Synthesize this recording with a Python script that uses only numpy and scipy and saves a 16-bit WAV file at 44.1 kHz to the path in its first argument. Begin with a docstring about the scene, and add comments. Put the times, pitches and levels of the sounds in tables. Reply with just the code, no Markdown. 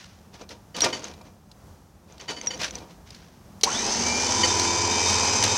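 """Bumper winch at night

Close on the electric winch of a parked vehicle, in mono, over a low night rumble. The steel cable
scrapes and sets the bumper ringing; hook and shackle clink as they are handled. Then the solenoid
clacks and the motor spins up: commutator whine, shaft hum and planetary gears sweep through the
housing's resonances, with the brushes hissing on top."""
import sys
import numpy as np
from scipy import signal
from scipy.fft import rfft, irfft, next_fast_len
from scipy.io import wavfile

SR = 44100
rng = np.random.default_rng(int(sys.argv[2]) if len(sys.argv) > 2 else 0)


def digitize_waveform(pressure):
    """Quantize a signal to 16-bit integers and store it at the path in sys.argv[1].

    Rows of a 2-D input are taken as channels; values are limited to [-1, 1].
    """
    field = np.atleast_2d(pressure).T
    bounded = np.clip(field, -1, 1)
    quanta = np.round(bounded * 32767).astype(np.int16)
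    wavfile.write(sys.argv[1], SR, quanta)


N = 245857
TIME = np.arange(N) / SR

# shaft unbalance and overtones: cycles per turn, level/dB at full speed
SHAFT_HUM = [(1, -40), (6, -49), (9, -52), (10, -45), (11, -43), (12, -45)]
# planetary tooth mesh and sidebands: cycles per turn, level/dB at full speed
GEAR_MESH = [(1.19, -43), (2.42, -47), (4.53, -48), (9.58, -45), (10.58, -41), (10.83, -47)]
# commutator overtones and once-a-turn sidebands: cycles per turn, level/dB at full speed
COMMUTATOR_WHINE = [(25, -52), (26, -51), (27, -38.5), (28, -52), (36, -47), (37, -52), (51, -49),
                    (55, -46), (56, -41), (57, -42), (58, -35.5), (59, -42), (60, -47), (61, -47),
                    (63, -46), (66, -45), (70, -43), (77, -47), (80, -52), (81, -50), (82, -46), (84, -48),
                    (85, -46), (86, -50), (87, -47)]
# lead tones and their narrow resonances: cycles per turn, f/Hz, half width/Hz, base level/dB, boost/dB
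LEAD_FLARES = [(3, 236, 19, -46.5, 10.5), (4, 343.3, 4.7, -49, 12.5), (5, 432.5, 4.3, -48.5, 10.5),
               (11.58, 989, 14, -45.5, 12), (29, 2362, 72, -54, 21.5), (29, 2518, 40, -53, 12.5)]
# housing resonances: f/Hz, width/Hz, boost/dB
HOUSING_MODES = [(235, 40, 16), (345, 25, 8), (435, 20, 12), (985, 110, 14), (2335, 120, 15),
                 (5050, 300, 13)]
# EQ of the gear rumble: f/Hz, level/dB
RUMBLE_EQ = [(30, -9), (70, -12), (110, 1), (150, -9), (215, 4), (300, -3), (420, 1), (560, -3), (780, -1),
             (950, 2), (1150, -10.5), (2000, -11.5), (3500, -14.5), (6000, -42.5)]
# EQ of the brush hiss: f/Hz, level/dB
BRUSH_EQ = [(1000, -9.5), (3000, -16.5), (4200, -10.5), (5200, -9), (5600, -2.5), (5900, -3.5), (6250, 2.5),
            (6650, -12), (7400, -13.5), (8500, -18), (10000, -30), (13000, -44), (15500, -91)]
# fader ride on the brush hiss: t/s, level/dB
BRUSH_RIDE = [(3.66, -33), (3.76, -29), (4.3, -27), (4.56, -25.5), (4.87, -28), (5.1, -23.5), (5.42, -25.5),
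              (5.57, -26)]
# the solenoid closes and bounces: t/s, level/dB, t60/s
PLUNGER_HITS = [(3.6337, -17.5, 0.022), (3.636, -11, 0.021), (3.6415, -18.5, 0.041)]
# modes of the solenoid can: f/Hz, relative level/dB, t60/s
CAN_MODES = [(429, -3, 0.058), (777, -9, 0.15), (2260, -10, 0.11), (4060, 0, 0.043), (4820, -5, 0.083),
             (5740, 4, 0.048), (6210, 7, 0.038), (7200, -5, 0.027)]
# EQ of plunger hits and cable knocks: f/Hz, level/dB
CRACK_EQ = [(100, -21), (450, -6.5), (1200, -11.5), (2500, -8), (4200, 5), (6000, -2.5), (7500, -10),
            (10000, -12.5), (15500, -29.5)]
# cable drags over steel: t/s, t60/s, rasp level/dB, bumper drive/dB
CABLE_SCRAPES = [(-.03, 0.73, -48, -62), (0.325, .13, -47, -45.5), (0.387, 0.087, -46, -40.5),
                 (.484, 0.17, -42.5, -42.5), (.752, 0.35, -39.5, -37.5), (0.813, .17, -22, -24.5),
                 (1.014, 0.41, -42, -41.5), (1.235, 0.15, -57, -53), (2.07, 0.64, -56.5, -50.5),
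                 (2.279, 0.13, -34.5, -35), (2.409, 0.93, -47.5, -42.5), (2.588, 0.19, -30, -40),
                 (2.616, 0.13, -31, -58), (2.72, .3, -46, -42.5), (2.79, 0.15, -60, -48),
                 (2.875, 0.2, -56, -68.5), (3.05, 0.37, -52.5, -67), (3.115, 0.98, -53, -77),
                 (5.41, 0.34, -26.5, -29)]
# EQ of the rasping strands: f/Hz, level/dB
RASP_EQ = [(700, -6), (1500, 3.5), (2400, 3.5), (3300, 3), (4600, 2), (6000, 4), (7500, -9.5), (10000, -17),
           (15000, -36)]
# dry knocks of cable turns and fittings: t/s, level/dB
CABLE_KNOCKS = [(0.3405, -47), (.491, -39), (.765, -27), (.806, -17), (0.8462, -18), (1.1374, -45),
                (1.2135, -47.5), (1.515, -44.5), (2.18, -45), (2.616, -29), (2.785, -40), (3.1049, -38.5),
                (3.147, -41), (3.6115, -33.5), (4.595, -20), (5.073, -31), (5.103, -24), (5.438, -12)]
# sheet-steel modes of the bumper: f/Hz, relative level/dB, t60/s
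BUMPER_MODES = [(350, -6.5, 0.23), (525, -1, 0.086), (622.5, -3.5, 0.23), (740, -4.5, 0.095),
                (940, 4.5, 0.039), (1183, -6, 0.085), (1420, -8, 0.12), (2060, -27, 0.067),
                (2386, -3.5, .09), (3600, -25, 0.072)]
# EQ of the bumper's dull body: f/Hz, level/dB
BODY_EQ = [(60, -3), (200, 6), (450, 7.5), (700, 4), (1100, -2), (1600, -17), (3000, -56.5)]
# the hook swings against the bumper: t/s, level/dB, contact time/s
HOOK_CLUNKS = [(0.86, -25, 0.0042), (1.209, -49.5, 0.0025), (2.315, -43, 0.0082), (2.611, -36.5, 0.0035)]
# modes of the hook: f/Hz, relative level/dB, t60/s
HOOK_MODES = [(510, -11, .2), (1020, -14, .14), (1875, -8, .11), (2105, -8, .09), (2315, -13, .12),
              (2995, 0, .11), (3130, -8, .08), (4585, -1, .17), (6740, -11, .19), (9370, -26, .33)]
# the cable eye slips in the hook: t/s, ring level/dB, rasp level/dB, ring time factor
EYE_SLIPS = [(.743, -40, -38.5, .6), (0.925, -30, -34.5, 1.03), (2.194, -48, -43, 1),
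             (2.279, -31.5, -43, 1.5), (2.362, -36.5, -45.5, 0.99), (2.503, -29, -42.5, 0.38),
             (2.532, -35.5, -67, 0.4), (4.432, -13, -30.5, .45)]
# the shackle pin clinks: t/s, ring level/dB, tightness 0-1
PIN_CLINKS = [(0.8188, -10, 0), (.9495, -36, .8), (.994, -36, .9), (1.0424, -30, 0.93), (1.0828, -36, .9),
              (2.124, -45, 1), (2.211, -35, 1), (2.312, -30.5, 1), (2.363, -40, 1), (2.413, -28.5, 0.93),
              (2.4614, -32, 0.8), (2.4707, -15, 0), (2.543, -32.5, 0.09), (2.5763, -37, 0.9),
              (2.708, -29.5, 0.64), (2.754, -26.5, 0.53), (5.426, -15, 0.84)]
# EQ of the pin's click: f/Hz, level/dB
CLICK_EQ = [(2000, -1), (4200, -6), (5100, -2), (6300, 4.5), (7500, -8), (10000, -20), (15500, -40)]
# EQ of the night bed: f/Hz, level/dB
NIGHT_EQ = [(25, -36), (40, -10), (55, -3), (75, 1), (130, -7), (200, -3), (260, -12.5), (450, -16.5),
            (800, -17), (1300, -23.5), (2300, -32.5), (4000, -34), (6000, -31), (8000, -36.5), (15500, -40)]

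SPIN_S, MOTOR_IN_S = 3.632, 3.648  # the shaft starts turning; its sound cuts in
FULL_HZ, COMMUTATOR_BARS = 86.5, 29  # shaft rate that counts as full speed; bars per turn


def winch():
    """The motor spins up; its tones are locked to the shaft and clear the noise near full speed."""
    speed = shaft_speed() * (1 + .0004 * walk(40))
    turns = np.cumsum(speed) / SR
    pace = speed / FULL_HZ
    motor = armature(speed, turns) + lead_tones(speed, turns)
    hum = shaft_tones(SHAFT_HUM, speed, turns, waver_db=2) * pace ** 5
    mesh = shaft_tones(GEAR_MESH, speed, turns, waver_db=3) * pace ** 8
    whine = shaft_tones(COMMUTATOR_WHINE, speed, turns, waver_db=2) * pace ** 3
    gears = mesh + gear_rumble(pace) + gear_squeak(turns, pace)
    fade_in = np.clip((TIME - MOTOR_IN_S) / .0022, 0, 1)
    return fade_in * (motor + hum + whine + gears + brushes(turns) + hook_shake(pace))


def shaft_speed():
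    """Turns per second: a quick surge, a creep up to free speed and a brief sag under load."""
    free_hz, surge_share, surge_s, creep_s = 87.32, .61, .055, .286
    sag_hz, sag_at_s, sag_s = .9, 4.756, .167
    t = np.maximum(TIME - SPIN_S, 0)
    lag = surge_share * np.exp(-t / surge_s) + (1 - surge_share) * np.exp(-t / creep_s)
    return free_hz * (1 - lag) - sag_hz * np.exp(-((TIME - sag_at_s) / sag_s) ** 2)


def armature(speed, turns):
    """Starting current jolts the armature at every commutator bar; the octave above lingers."""
    bar_phase = 2 * np.pi * COMMUTATOR_BARS * turns
    jolt = undb(-32) * swell(MOTOR_IN_S, rise=.017, t60=.47) * housing(COMMUTATOR_BARS * speed)
    octave = undb(-38 + 4 * walk(25)) * swell(MOTOR_IN_S, rise=.066, t60=3)
    return jolt * np.sin(bar_phase + walk(400)) + octave * np.sin(2 * bar_phase + 1.5 * walk(400))


def lead_tones(speed, turns):
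    """The strongest shaft, gear and commutator tones flare in resonances, rough from play in the teeth."""
    out = 0
    for order, hz, width, db, boost_db in LEAD_FLARES:
        detune = (order * speed - hz) / width
        flare_db = boost_db * np.exp(-detune ** 4)
        level = undb(db + flare_db + walk(70) + walk(10))
        out = out + level * np.sin(2 * np.pi * order * turns + .2 * walk(90))
    return np.sqrt(2) * out * (speed / FULL_HZ) ** 2


def shaft_tones(orders, speed, turns, waver_db):
    """Partials locked to the shaft; each wavers and swells as it crosses a housing resonance."""
    out, on = np.zeros(N), TIME > SPIN_S
    t, angle, knots = TIME[on], 2 * np.pi * turns[on], TIME[::64]
    for order, db in orders:
        resonance = housing(order * speed[::64]) / housing(order * FULL_HZ)
        gain = resonance * undb(db + waver_db * walk(9, knots))
        out[on] += np.interp(t, knots, gain) * np.sin(order * angle + 2 * np.pi * rng.random())
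    return np.sqrt(2) * out


def housing(hz):
    """Gain of the resonant winch housing at a frequency."""
    peaks = sum(undb(db) ** 2 / (1 + (2 * (hz - f) / width) ** 2) for f, width, db in HOUSING_MODES)
    return np.sqrt(1 + peaks)


def brushes(turns):
    """The brushes hiss in uneven bursts, a touch harder at one place on the commutator."""
    level_db = np.interp(TIME, *np.transpose(BRUSH_RIDE)) + .45 * walk(14)
    chatter = undb(2 * walk(260) + .5 * np.sin(2 * np.pi * turns))
    return colour(grit(spread_db=1) * chatter, BRUSH_EQ) * undb(level_db)


def gear_rumble(pace):
    """The gears grind, growing slightly louder with speed."""
    full_db, standstill_drop_db = -32, 1
    grind = grit(spread_db=2.5) * undb(.99 * walk(120))
    return colour(grind, RUMBLE_EQ) * undb(full_db - standstill_drop_db * (1 - pace))


def gear_squeak(turns, pace):
    """Near full speed a dry gear squeaks in short fits, its pitch unsteady."""
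    cycles_per_turn = 42.35
    fits_db = 7 * np.minimum(walk(24), 1.5)
    level = undb(-43.5 + fits_db) * np.clip((pace - .96) / .015, 0, 1)
    return np.sqrt(2) * level * np.sin(2 * np.pi * cycles_per_turn * turns + 1.8 * walk(50))


def solenoid():
    """The plunger slams home and bounces; its can rings."""
    hits = sum(undb(db) * swell(s, .00037, t60) for s, db, t60 in PLUNGER_HITS)
    can = undb(-19) * ring(PLUNGER_HITS[0][0], CAN_MODES, rise=.00069)
    return hits * colour(noise(), CRACK_EQ) + can


def cable():
    """Wire strands rasp over steel and set the bumper ringing; cable turns knock into place."""
    scrape_rise_s, slip_rise_s, slip_t60_s = .032, .0072, .26
    strokes = [(s, scrape_rise_s, t60, db, body_db) for s, t60, db, body_db in CABLE_SCRAPES]
    strokes += [(s, slip_rise_s, slip_t60_s, db, db - 1.5) for s, _, db, _ in EYE_SLIPS]
    rasp = sum(undb(db) * swell(s, rise, t60) for s, rise, t60, db, _ in strokes)
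    drive = sum(undb(db) * swell(s, rise, 1.49 * t60) for s, rise, t60, _, db in strokes)
    knocks = sum(undb(db) * swell(s, rise=.0005, t60=.029) for s, db in CABLE_KNOCKS)
    catching = undb(2 * walk(200))
    strands = rasp * colour(grit(spread_db=2.5) * catching, RASP_EQ)
    bumper_ring = undb(-10) * resonate(drive * noise(), BUMPER_MODES)
    bumper_body = undb(-3) * drive * colour(noise() * catching, BODY_EQ)
    return strands + bumper_ring + bumper_body + knocks * colour(noise(), CRACK_EQ)


def shackle():
    """The pin gives a click and one high note: the tighter it sits, the higher, shorter and clickier."""
    loose_hz, tight_hz, loose_t60_s, tight_t60_s = 5710, 6270, .062, .015
    notes = clicks = 0
    for s, db, tight in PIN_CLINKS:
        hz = loose_hz + tight * (tight_hz - loose_hz)
        t60 = loose_t60_s * (tight_t60_s / loose_t60_s) ** tight
        notes = notes + ring(s, [(hz, db, t60)], rise=.0015)
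        clicks = clicks + undb(db) * min(.03 / t60, 1) * swell(s, rise=.0006, t60=.008)
    return notes + clicks * colour(noise(), CLICK_EQ)


def hook():
    """The hook rings roughly as the cable eye slips and rubs in it, and clunks against the bumper."""
    rings = sum(undb(db) * ring(s, HOOK_MODES, rise=.0072, hold=hold) for s, db, _, hold in EYE_SLIPS)
    rubbing = undb(2 * walk(250) - .5)
    clunks = sum(undb(db) * ring(s, BUMPER_MODES, contact) for s, db, contact in HOOK_CLUNKS)
    return rings * rubbing + clunks


def hook_shake(pace):
    """The running winch shakes the hook into a faint metallic shimmer."""
    shimmer = sum(undb(db) * bandpass(noise(), hz, q=55) for hz, db, _ in HOOK_MODES)
    return undb(-41) * pace * unit(shimmer)


def reflections(x):
    """Add short scattered reflections from the bumper, the underbody and the ground."""
    tail = (noise() * swell(.0028, rise=.0011, t60=.047))[:SR // 3]
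    return x + undb(-18) * signal.fftconvolve(x, tail / np.sqrt(np.sum(tail ** 2)))[:N]


def night():
    """A bed of low, distant rumble, gently wavering."""
    return colour(noise(), NIGHT_EQ) * undb(-50 + 1.47 * walk(4.18))


def ring(start, modes, rise, hold=1):
    """A struck steel part: decaying modes, a little different at each blow; hold scales the decay."""
    out = np.zeros(N)
    on = slice(*np.searchsorted(TIME, [start, start + .5]))
    t = TIME[on] - start
    for hz, db, t60 in modes:
        detuned_hz = hz * (1 + .00031 * rng.standard_normal())
        tone = np.sin(2 * np.pi * (detuned_hz * t + rng.random()))
        out[on] += undb(db) * envelope(t, rise, t60 * hold) * tone
    return out


def resonate(x, modes):
    """Drive a steel part's modes so that they ring on; the rms stays the same."""
    out = sum(undb(db) * np.sqrt(t60) * bandpass(x, hz, q=hz * t60 * np.pi / np.log(1000))
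              for hz, db, t60 in modes)
    return unit(out) * np.sqrt(np.mean(x ** 2))


def bandpass(x, hz, q):
    """One resonant band of a sound."""
    return signal.lfilter(*signal.iirpeak(hz, q, SR), x)


def swell(start, rise, t60):
    """An envelope placed on the timeline; times in seconds."""
    out = np.zeros(N)
    on = slice(*np.searchsorted(TIME, [start, start + rise + 1.5 * t60]))
    out[on] = envelope(TIME[on] - start, rise, t60)
    return out


def envelope(t, rise, t60):
    """Linear attack to 1, then exponential decay."""
    return np.minimum(t / rise, 1) * np.exp(-np.log(1000) * np.maximum(t - rise, 0) / t60)


def colour(x, points):
    """EQ a sound through (f/Hz, level/dB) points, rolling off below the first; rms 1."""
    hz, db = np.transpose(points)
    size = next_fast_len(N)
    f = np.maximum(np.fft.rfftfreq(size, 1 / SR), 1)
    gain = undb(np.interp(np.log(f), np.log(hz), db)) * np.minimum(f / hz[0], 1) ** 2
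    return unit(irfft(rfft(x, size) * gain, size)[:N])


def grit(spread_db):
    """Dense tiny clicks of unequal size."""
    return noise() * undb(spread_db * np.minimum(rng.exponential(size=N), 6))


def walk(rate, t=TIME):
    """Random modulator gliding through rate values a second; spread near 1."""
    steps = rng.standard_normal(4096)
    return 1.2 * np.interp(t * rate, np.arange(len(steps)), steps)


def noise():
    """White noise."""
    return rng.standard_normal(N)


def unit(x):
    """Scale to rms 1."""
    return x / np.sqrt(np.mean(x ** 2))


def undb(db):
    """Decibels to gain."""
    return 10 ** (np.asarray(db) / 20)


def scene():
    """Winch and rigging over the night bed, the same in both channels."""
    mono = winch() + reflections(solenoid() + cable() + shackle() + hook()) + night()
    return np.array([mono, mono])


def record(dry):
    """A steep low-pass trims the very top."""
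    cutoff_hz = 15800
    return signal.sosfilt(signal.ellip(8, .2, 70, cutoff_hz, fs=SR, output="sos"), dry)


dry = scene()
out = record(dry)
digitize_waveform(out)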